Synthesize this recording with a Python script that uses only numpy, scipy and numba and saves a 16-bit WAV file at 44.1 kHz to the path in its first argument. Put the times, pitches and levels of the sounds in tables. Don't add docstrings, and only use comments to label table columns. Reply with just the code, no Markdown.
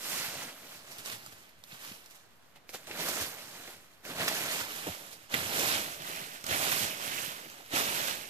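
import sys
import numpy as np
from scipy import signal
from scipy.fft import rfft, irfft
from scipy.io import wavfile
from scipy.ndimage import uniform_filter1d, map_coordinates
from numba import njit

SR = 44100
rng = np.random.default_rng(int(sys.argv[2]) if len(sys.argv) > 2 else 0)


def magnitude_from_level(level_db):
    exponent = np.asarray(level_db, float) / 20
    return 10 ** exponent


def transcribe(signal):
    frames = np.atleast_2d(signal).T
    limited = np.clip(frames, -1, 1)
    pcm = np.round(limited * 32767).astype(np.int16)
    wavfile.write(sys.argv[1], SR, pcm)


N = 365588

# frequency in Hz, density in dB per Hz.
AIR_SPECTRUM = [(18, 10), (35, -21), (60, 0), (130, 4), (400, -1.5), (1500, -2), (4000, -12.5), (9500, -32),
                (14000, -24)]
# frequency in Hz, gain in dB.
MIC_RESPONSE = [(25, -28), (60, -11.5), (150, -2.4), (450, -2.5), (630, -1.5), (930, -2), (1500, 1),
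                (2800, 0), (4200, -3), (7500, -4.5), (9600, -7), (11500, -4.5), (14000, -0.5)]
# time in seconds, left minus right in the treble in dB, left lag in samples.
RAKE_PLACE = [(0, -6, 4.9), (.6, -4.5, 2.9), (1.1, -6, 10.5), (2, -6, 9.8), (2.6, -5, 2), (3.1, -7, 6.7),
              (3.7, -5, 4.7), (4.4, -6.5, 6.7), (4.9, -9.5, 12.2), (5.6, -8.5, 11.4), (6.2, -9.5, 16.9),
              (6.7, -10.5, 13), (7.2, -13, 17.3), (7.6, -8, 12.6), (8.29, -11, 16.5)]

# lowest pitch in Hz, highest pitch in Hz, ringing in cycles, grains per second,
# size scatter in dB, clumping in dB.
GROUND_GRAINS = (50, 151, 3.3, 130, 4.5, 1.1)
SOIL_GRAINS = (144.3, 896, 3.1, 900, 1.16, 0.27)
COMB_GRAINS = (559, 744, 11, 250, 0.94, 0.88)
TINE_GRAINS = (808, 4340, 3.5, 3500, 2.04, 1.1)
TWANG_GRAINS = (2230, 3510, 12.6, 500, 3.1, 3.1)
CRACKLE_GRAINS = (1190, 13800, 3.4, 250, 2.6, 1.2)
LEAF_GRAINS = (3900, 13360, 3.34, 9000, 0.39, 0.55)

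# time in seconds, rumble in dB.
FOOTSTEPS = [(.39, -57), (.75, -62), (1.0, -58), (1.55, -66), (2.7, -64), (6.5, -55), (1.13, -55),
             (1.27, -61), (1.94, -72), (3.09, -47), (3.72, -63), (4.11, -52), (4.87, -54), (5.38, -47),
             (5.93, -54.5), (6.192, -70), (7.112, -67), (7.76, -57)]
# time in seconds, peak in dB, pitch in Hz, thump over knock in dB.
HEAD_THUDS = [(1.057, -45, 568, -16), (1.269, -46, 151, -9), (1.727, -41, 163, -21),
              (1.914, -39.5, 151, -20), (2.692, -40, 500, -22), (2.745, -30.5, 613, -25),
              (2.878, -32, 600, -30), (2.897, -27, 460, -34), (2.991, -36, 760, -31),
              (3.679, -35, 552, -23), (4.092, -41, 455, -29), (4.199, -28, 746, -14),
              (4.871, -29, 373, -19), (4.887, -31.5, 196, -1), (5.327, -44, 361, -12),
              (5.641, -34, 288, -27), (6.096, -37, 328, -39), (6.481, -22, 624, -22),
              (7.737, -27, 260, -19)]
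# time in seconds, peak in dB, pitch in Hz.
STEM_TICKS = [(0.3877, -41, 1690), (0.851, -43, 2500), (0.984, -30, 4640), (0.997, -39, 3280),
              (1.1974, -44, 4900), (1.2624, -31.5, 1320), (1.3239, -40, 3590), (1.493, -43, 2300),
              (1.6384, -34, 3930), (1.675, -43, 3030), (2.0602, -37, 4510), (2.1016, -42, 4500),
              (2.56, -46, 2600), (2.692, -35.5, 2230), (2.8709, -34, 2920), (4.0462, -53, 3260),
              (5.114, -35, 3870), (5.2986, -41, 1785), (6.4106, -36, 5550), (6.5584, -38, 3640),
              (6.762, -23, 3030), (7.2606, -29, 2680), (7.499, -33, 2330), (7.661, -39.5, 3100),
              (7.7228, -34, 3800)]
# time in seconds, peak in dB, pitch in Hz, crack over body in dB.
TWIG_SNAPS = [(0.432, -32, 2150, -19), (1.06, -24.5, 3530, -14), (1.0999, -33, 3050, -7),
              (1.7215, -27, 4150, -28), (1.8484, -32, 3660, -12), (1.919, -28, 2800, -18),
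              (2.739, -38, 2280, -4), (2.7457, -30, 1640, -24), (2.8963, -28, 2770, -23),
              (2.9122, -24, 2780, -24), (3.2114, -23, 1810, -21), (3.676, -31, 2290, -22),
              (4.052, -31, 2690, -19), (4.101, -32, 1570, -24), (4.204, -23, 3230, -19),
              (4.2326, -19, 1800, -26), (4.2804, -14.5, 1580, -9), (4.2852, -20, 1900, -11),
              (4.4607, -26, 1730, -10), (5.3238, -38, 1470, -14), (5.3411, -8, 2060, -19),
              (5.3504, -31, 1480, -16), (6.0204, -29, 2570, -14), (6.153, -31, 2410, -14),
              (6.2622, -37, 2460, -17), (6.4413, -24, 1280, -12.5), (6.4656, -22.5, 1250, -8.5),
              (6.7181, -19, 2370, -10.5), (7.741, -22, 3300, -35), (7.891, -26, 2820, -18)]
# start in seconds, rise in seconds, hold in seconds,
# leaves in dB, dig into soil in dB.
RAKE_SWINGS = [(0.551, 0.12, 0.09, -52.5, -3), (0.806, 0.097, 0.22, -53.5, -3),
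               (1.213, 0.04, 0.02, -57, -5), (1.35, 0.022, 0.065, -61, -4), (2, 0.073, 0.1, -65.5, -17),
               (2.768, .02, .08, -59.5, 1.5), (3.31, 0.037, 0.14, -52, -3),
               (3.489, 0.079, 0.14, -51.5, -1.5), (4.95, .04, 0.09, -55.5, -0.5),
               (5.14, .02, 0.037, -63.5, 0), (6.19, 0.043, 0.11, -52.5, -5), (7.402, .05, 0.16, -60.5, 3)]
# start in seconds, rise in seconds, hold in seconds,
# leaves in dB, dig into soil in dB.
RAKE_PULLS = [(-.05, .16, 0.15, -38.5, -11), (0.294, 0.054, 0.085, -46.5, -1.5),
              (1.043, 0.011, 0.038, -46, -8.5), (1.658, .08, 0.011, -52.5, -7),
              (1.766, 0.08, 0.046, -49, -14), (2.86, .02, 0.023, -53, 3.5), (2.905, .15, 0.16, -39, -2),
              (4.031, 0.028, 0.1, -49.5, 1), (4.14, 0.081, 0.38, -39, -0.5),
              (4.674, 0.024, 0.22, -46.5, -4), (5.295, 0.051, 0.17, -41, -0.5),
              (5.475, 0.14, 0.13, -34, -2), (5.962, 0.13, 0.11, -46.5, -2), (6.448, 0.082, .31, -36.5, -2),
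              (6.952, 0.1, .21, -43.5, -5.5), (7.708, .06, 0.017, -33.5, -3),
              (7.816, 0.053, 0.22, -39, -4.5)]
# time in seconds, leaves in dB, dig into soil in dB, stems plucked in dB.
TINE_JERKS = [(0.492, -53, -13, 2), (.918, -46.5, -14, -22), (0.992, -45.5, -12, -11),
              (1.121, -40, -15, -5.5), (1.146, -48.5, -8, -6), (1.325, -54.5, -6, -3),
              (1.495, -68, -6, -10), (1.646, -60, -15, -6), (2.11, -55, -15, -8), (2.151, -56, -20, -6),
              (2.562, -60.5, 3.5, 0.5), (2.698, -49.5, -17, -18), (2.735, -47, -12, -13),
              (2.746, -40.5, -7, -4), (2.875, -53.5, 3, 0), (2.915, -59, 1, 12), (3.0, -43.5, 5, -6),
              (3.088, -36, -4, -13), (3.215, -35, -13, -25), (3.934, -63, -3, -39), (4.107, -52, 15, 8),
              (4.213, -45, 2, 7), (4.281, -39.5, -20, 4), (4.721, -50, -13, 0), (4.872, -47.5, 14, 2),
              (5.128, -46.5, -16, -14), (5.346, -41.5, -14, 10), (5.593, -48, -12, -4),
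              (6.72, -33.5, -16, -4), (7.046, -54, -20, -16.5)]

WIDTH_SAMPLES, WIDTH_DB, SHADOW_HZ = 2.4, 4.5, 2600
ROCK_S, ROCK_DB, ROCK_HZ = .006, -2, 1570
PATCH_DB, PATCH_S = 2.13, .04

AIR_DB = -63.5
GROUND_DB, SOIL_DB, COMB_DB, TINES_DB, LEAVES_DB, CRACKLE_DB = 3, 0, -7.5, -1.5, 3.5, -10
TWANG_DB, TWANG_DB_PER_LAG = -20.5, 0.6133
THUD_DB, THUMP_DB, HEAD_T60_S = 2, 10, .05
SNAP_DB, CRACK_DB, TICK_CRACK_DB, TWIG_T60_S = -8.5, 15.5, -11.5, .012

START_DB, LIFT_DB_PER_S = -18, 103
SURFACE_DB_PER_S = 14.5
SETTLE_DB, SETTLE_DB_PER_S, REST_DB = -20, 24, -72.5
SETTLE_PER_PAN, SWING_SETTLE_DB = -1.105, -30
STEMS_PER_DIG, STEMS_DB_PER_LAG = .3, 0.2508
JERK_UP_DB_PER_S, JERK_DOWN_DB_PER_S, JERK_SETTLE_DB = 1200, 572, -24
STEP_UP_DB_PER_S, STEP_DOWN_DB_PER_S, SHAKE_DB = 134, 112, -15


def level(x, db):
    return x * magnitude_from_level(db) / np.sqrt(np.mean(x ** 2))


def colour(x, points):
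    hz, db = np.transpose(points)
    gain_db = np.interp(np.log(np.fft.rfftfreq(4096, 1 / SR) + 1), np.log(hz), db)
    cepstrum = irfft(gain_db * np.log(10) / 20)
    cepstrum[1:2048] *= 2
    cepstrum[2049:] = 0
    impulse = irfft(np.exp(rfft(cepstrum)))
    return signal.fftconvolve(x, impulse[None], axes=1)[:, :N]


def walk(rate):
    held = int(SR / rate)
    steps = np.repeat(rng.standard_normal(N // held + 1), held)
    return 1.2 * uniform_filter1d(steps, held)[:N]


def air():
    mid, side = rng.standard_normal((2, N))
    swell = magnitude_from_level(walk(3))
    pair = np.array([mid + 0.62 * side, mid - 1.05 * side])
    return level(colour(pair, AIR_SPECTRUM), AIR_DB) * swell


@njit
def ring(start, hz, t60, size, count):
    out = np.zeros(count)
    for k in range(len(start)):
        rate = 2j * np.pi * hz[k] / SR - np.log(1000) / (t60[k] * SR)
        first = int(start[k]) + 1
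        last = min(count, first + int(.65 * t60[k] * SR) + 2)
        z, turn = size[k] * np.exp(rate * (first - start[k])), np.exp(rate)
        for i in range(first, last):
            out[i] += z.imag
            z *= turn
    return out


def heard(s, hz, t60, size, lag, side_db):
    place_s, pan_db, _ = np.transpose(RAKE_PLACE)
    shade = magnitude_from_level((np.interp(s, place_s, pan_db) + side_db) * hz / (hz + SHADOW_HZ) / 2)
    late = -ROCK_S * SR * np.log(rng.random((len(s), 2)).T + 1e-4)
    echo = size * magnitude_from_level(ROCK_DB) * hz / (hz + ROCK_HZ)
    left = (np.maximum(s * SR + lag, 0), shade, late[0])
    right = (s * SR, 1 / shade, late[1])
    pitches, decays = np.r_[hz, hz], np.r_[t60, t60]
    return np.array([ring(np.r_[at, at + wait], pitches, decays, np.r_[size * gain, echo * gain], N)
                     for at, gain, wait in (left, right)])


def splinter(s, db, hz, t60, spread, cycles, count):
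    chance = rng.random((len(s), 3, count))
    lag = np.interp(s, *np.transpose(RAKE_PLACE)[::2])
    late = chance[:, 0] ** 1.7 * np.abs(t60)[:, None]
    pitch = np.clip(hz[:, None] * spread ** (4 * chance[:, 1] - 2), 40, 16000).ravel()
    size = magnitude_from_level(db[:, None] - 28.0 * chance[:, 0] ** 1.47) * (2 * chance[:, 2] - 1)
    when = (s[:, None] + late).ravel()
    return heard(when, pitch, cycles / pitch, size.ravel(), np.repeat(lag, count), 0)


def head():
    s, db, hz, thump_db = np.transpose(HEAD_THUDS)
    t60 = np.full(len(s), HEAD_T60_S)
    knock = splinter(s, db + THUD_DB, hz, t60, spread=1.195, cycles=6.6, count=12)
    thump_hz = np.full(len(s), 80.0)
    thump = splinter(s, db + thump_db + THUMP_DB, thump_hz, t60, spread=0.55, cycles=7.4, count=4)
    return knock + thump


def twigs():
    ticks = [tuple(tick) + (TICK_CRACK_DB,) for tick in STEM_TICKS]
    s, db, hz, crack_db = np.transpose(list(TWIG_SNAPS) + ticks)
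    t60 = np.full(len(s), TWIG_T60_S)
    body = splinter(s, db + SNAP_DB, hz, t60, spread=0.94, cycles=10.5, count=50)
    crack_hz = np.full(len(s), 9500.0)
    crack = splinter(s, db + crack_db + CRACK_DB, crack_hz, 0.49 * t60, spread=1.48, cycles=8.2, count=50)
    return body + crack


def together(db):
    return 10 * np.log10(np.sum(magnitude_from_level(db) ** 2, axis=0))


def peak(t, s, db, up, down):
    return db - np.maximum(up * (s - t), down * (t - s))


def effort():
    t = np.linspace(0, N / SR, 4200)
    place_s, pan_db, lag = np.transpose(RAKE_PLACE)

    strokes = list(RAKE_PULLS) + list(RAKE_SWINGS)
    start, rise, hold, db, dig = np.transpose(strokes)[:, :, None]
    swell = START_DB * np.clip(1 - (t - start) / rise, 0, None) ** 2
    lifted = np.clip(t - start - rise - hold, 0, None)
    pull = db + swell - LIFT_DB_PER_S * lifted
    depth = dig - SURFACE_DB_PER_S * np.clip(t - start, 0, rise + hold)

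    heap = SETTLE_DB + SETTLE_PER_PAN * np.interp(start, place_s, pan_db)
    heap[len(RAKE_PULLS):] += SWING_SETTLE_DB
    settle = db + swell + heap - SETTLE_DB_PER_S * lifted

    s, jerk_db, jerk_dig, pluck = np.transpose(TINE_JERKS)[:, :, None]
    jerk = peak(t, s, jerk_db, JERK_UP_DB_PER_S, JERK_DOWN_DB_PER_S)
    after = peak(t, s, jerk_db + JERK_SETTLE_DB, JERK_UP_DB_PER_S, 2 * SETTLE_DB_PER_S)
    loose = together(np.vstack([settle, after, REST_DB + 0 * t]))

    stems = STEMS_DB_PER_LAG * np.interp(t, place_s, lag)
    leaves = together(np.vstack([pull, jerk, loose]))
    tines = together(np.vstack([pull + STEMS_PER_DIG * depth + stems, jerk + pluck + 5.0, loose + 0.53 * stems]))
    soil = together(np.vstack([pull + depth, jerk + jerk_dig, loose - 2.5]))
    steps = peak(t, *np.transpose(FOOTSTEPS)[:, :, None], STEP_UP_DB_PER_S, STEP_DOWN_DB_PER_S)
    ground = together(np.vstack([steps, soil + SHAKE_DB]))
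    return leaves, tines, soil, ground


def rustle(kind, curve_db, clumps, count):
    lo_hz, hi_hz, cycles, _, scatter_db, clump_db = kind
    when, pitch, luck = rng.random((3, count))
    across, side, damp = rng.standard_normal((3, count))
    s = when * (N - 1) / SR
    hz = lo_hz + (hi_hz - lo_hz) * pitch
    t60 = np.log(1000) / 2 * cycles * magnitude_from_level(2.2 * damp) / hz

    sizes = rng.standard_normal((24, 400))
    patch_db = PATCH_DB * map_coordinates(sizes, [6 * np.log(hz / lo_hz), s / PATCH_S], order=1)
    luck_db = -scatter_db * np.log(luck + 1e-3)
    size = magnitude_from_level(patch_db + luck_db + clump_db * clumps[(s * SR).astype(int)]) / np.sqrt(t60)
    size = size * np.sign(rng.random(count) - .5)
    size = size / np.sqrt(np.mean(size ** 2 * t60) * count / N * SR / 4 / np.log(1000))
    curve = np.interp(s, np.linspace(0, N / SR, len(curve_db)), curve_db)

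    lag = np.interp(s, *np.transpose(RAKE_PLACE)[::2]) + WIDTH_SAMPLES * across
    return heard(s, hz, t60, size * magnitude_from_level(curve), lag, WIDTH_DB * side)


def rake():
    catch = 0.082 * walk(24) + 0.41 * walk(55)
    leaves, tines, soil, ground = effort()
    lag = np.interp(np.linspace(0, N / SR, len(leaves)), *np.transpose(RAKE_PLACE)[::2])
    layers = [(GROUND_GRAINS, ground + GROUND_DB),
              (SOIL_GRAINS, soil + SOIL_DB),
              (COMB_GRAINS, soil + COMB_DB),
              (TINE_GRAINS, tines + TINES_DB),
              (TWANG_GRAINS, tines + TWANG_DB + TWANG_DB_PER_LAG * lag),
              (CRACKLE_GRAINS, leaves + CRACKLE_DB),
              (LEAF_GRAINS, leaves + LEAVES_DB)]
    return sum(rustle(kind, db, catch + 0.83 * walk(30), count=round(kind[3] / 125) * 1000)
               for kind, db in layers)


def scene():
    return air() + colour(head() + twigs() + rake(), MIC_RESPONSE)


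def top_cut(x):
    return signal.sosfilt(signal.butter(12, 15670, fs=SR, output="sos"), x)


def record(dry):
    low_pass = signal.ellip(10, .3, 70, 14680, fs=SR, output="sos")
    cut = signal.sosfilt(low_pass, dry)
    offset = -.0006
    return top_cut(cut + offset)


dry = scene()
out = record(dry)
transcribe(out)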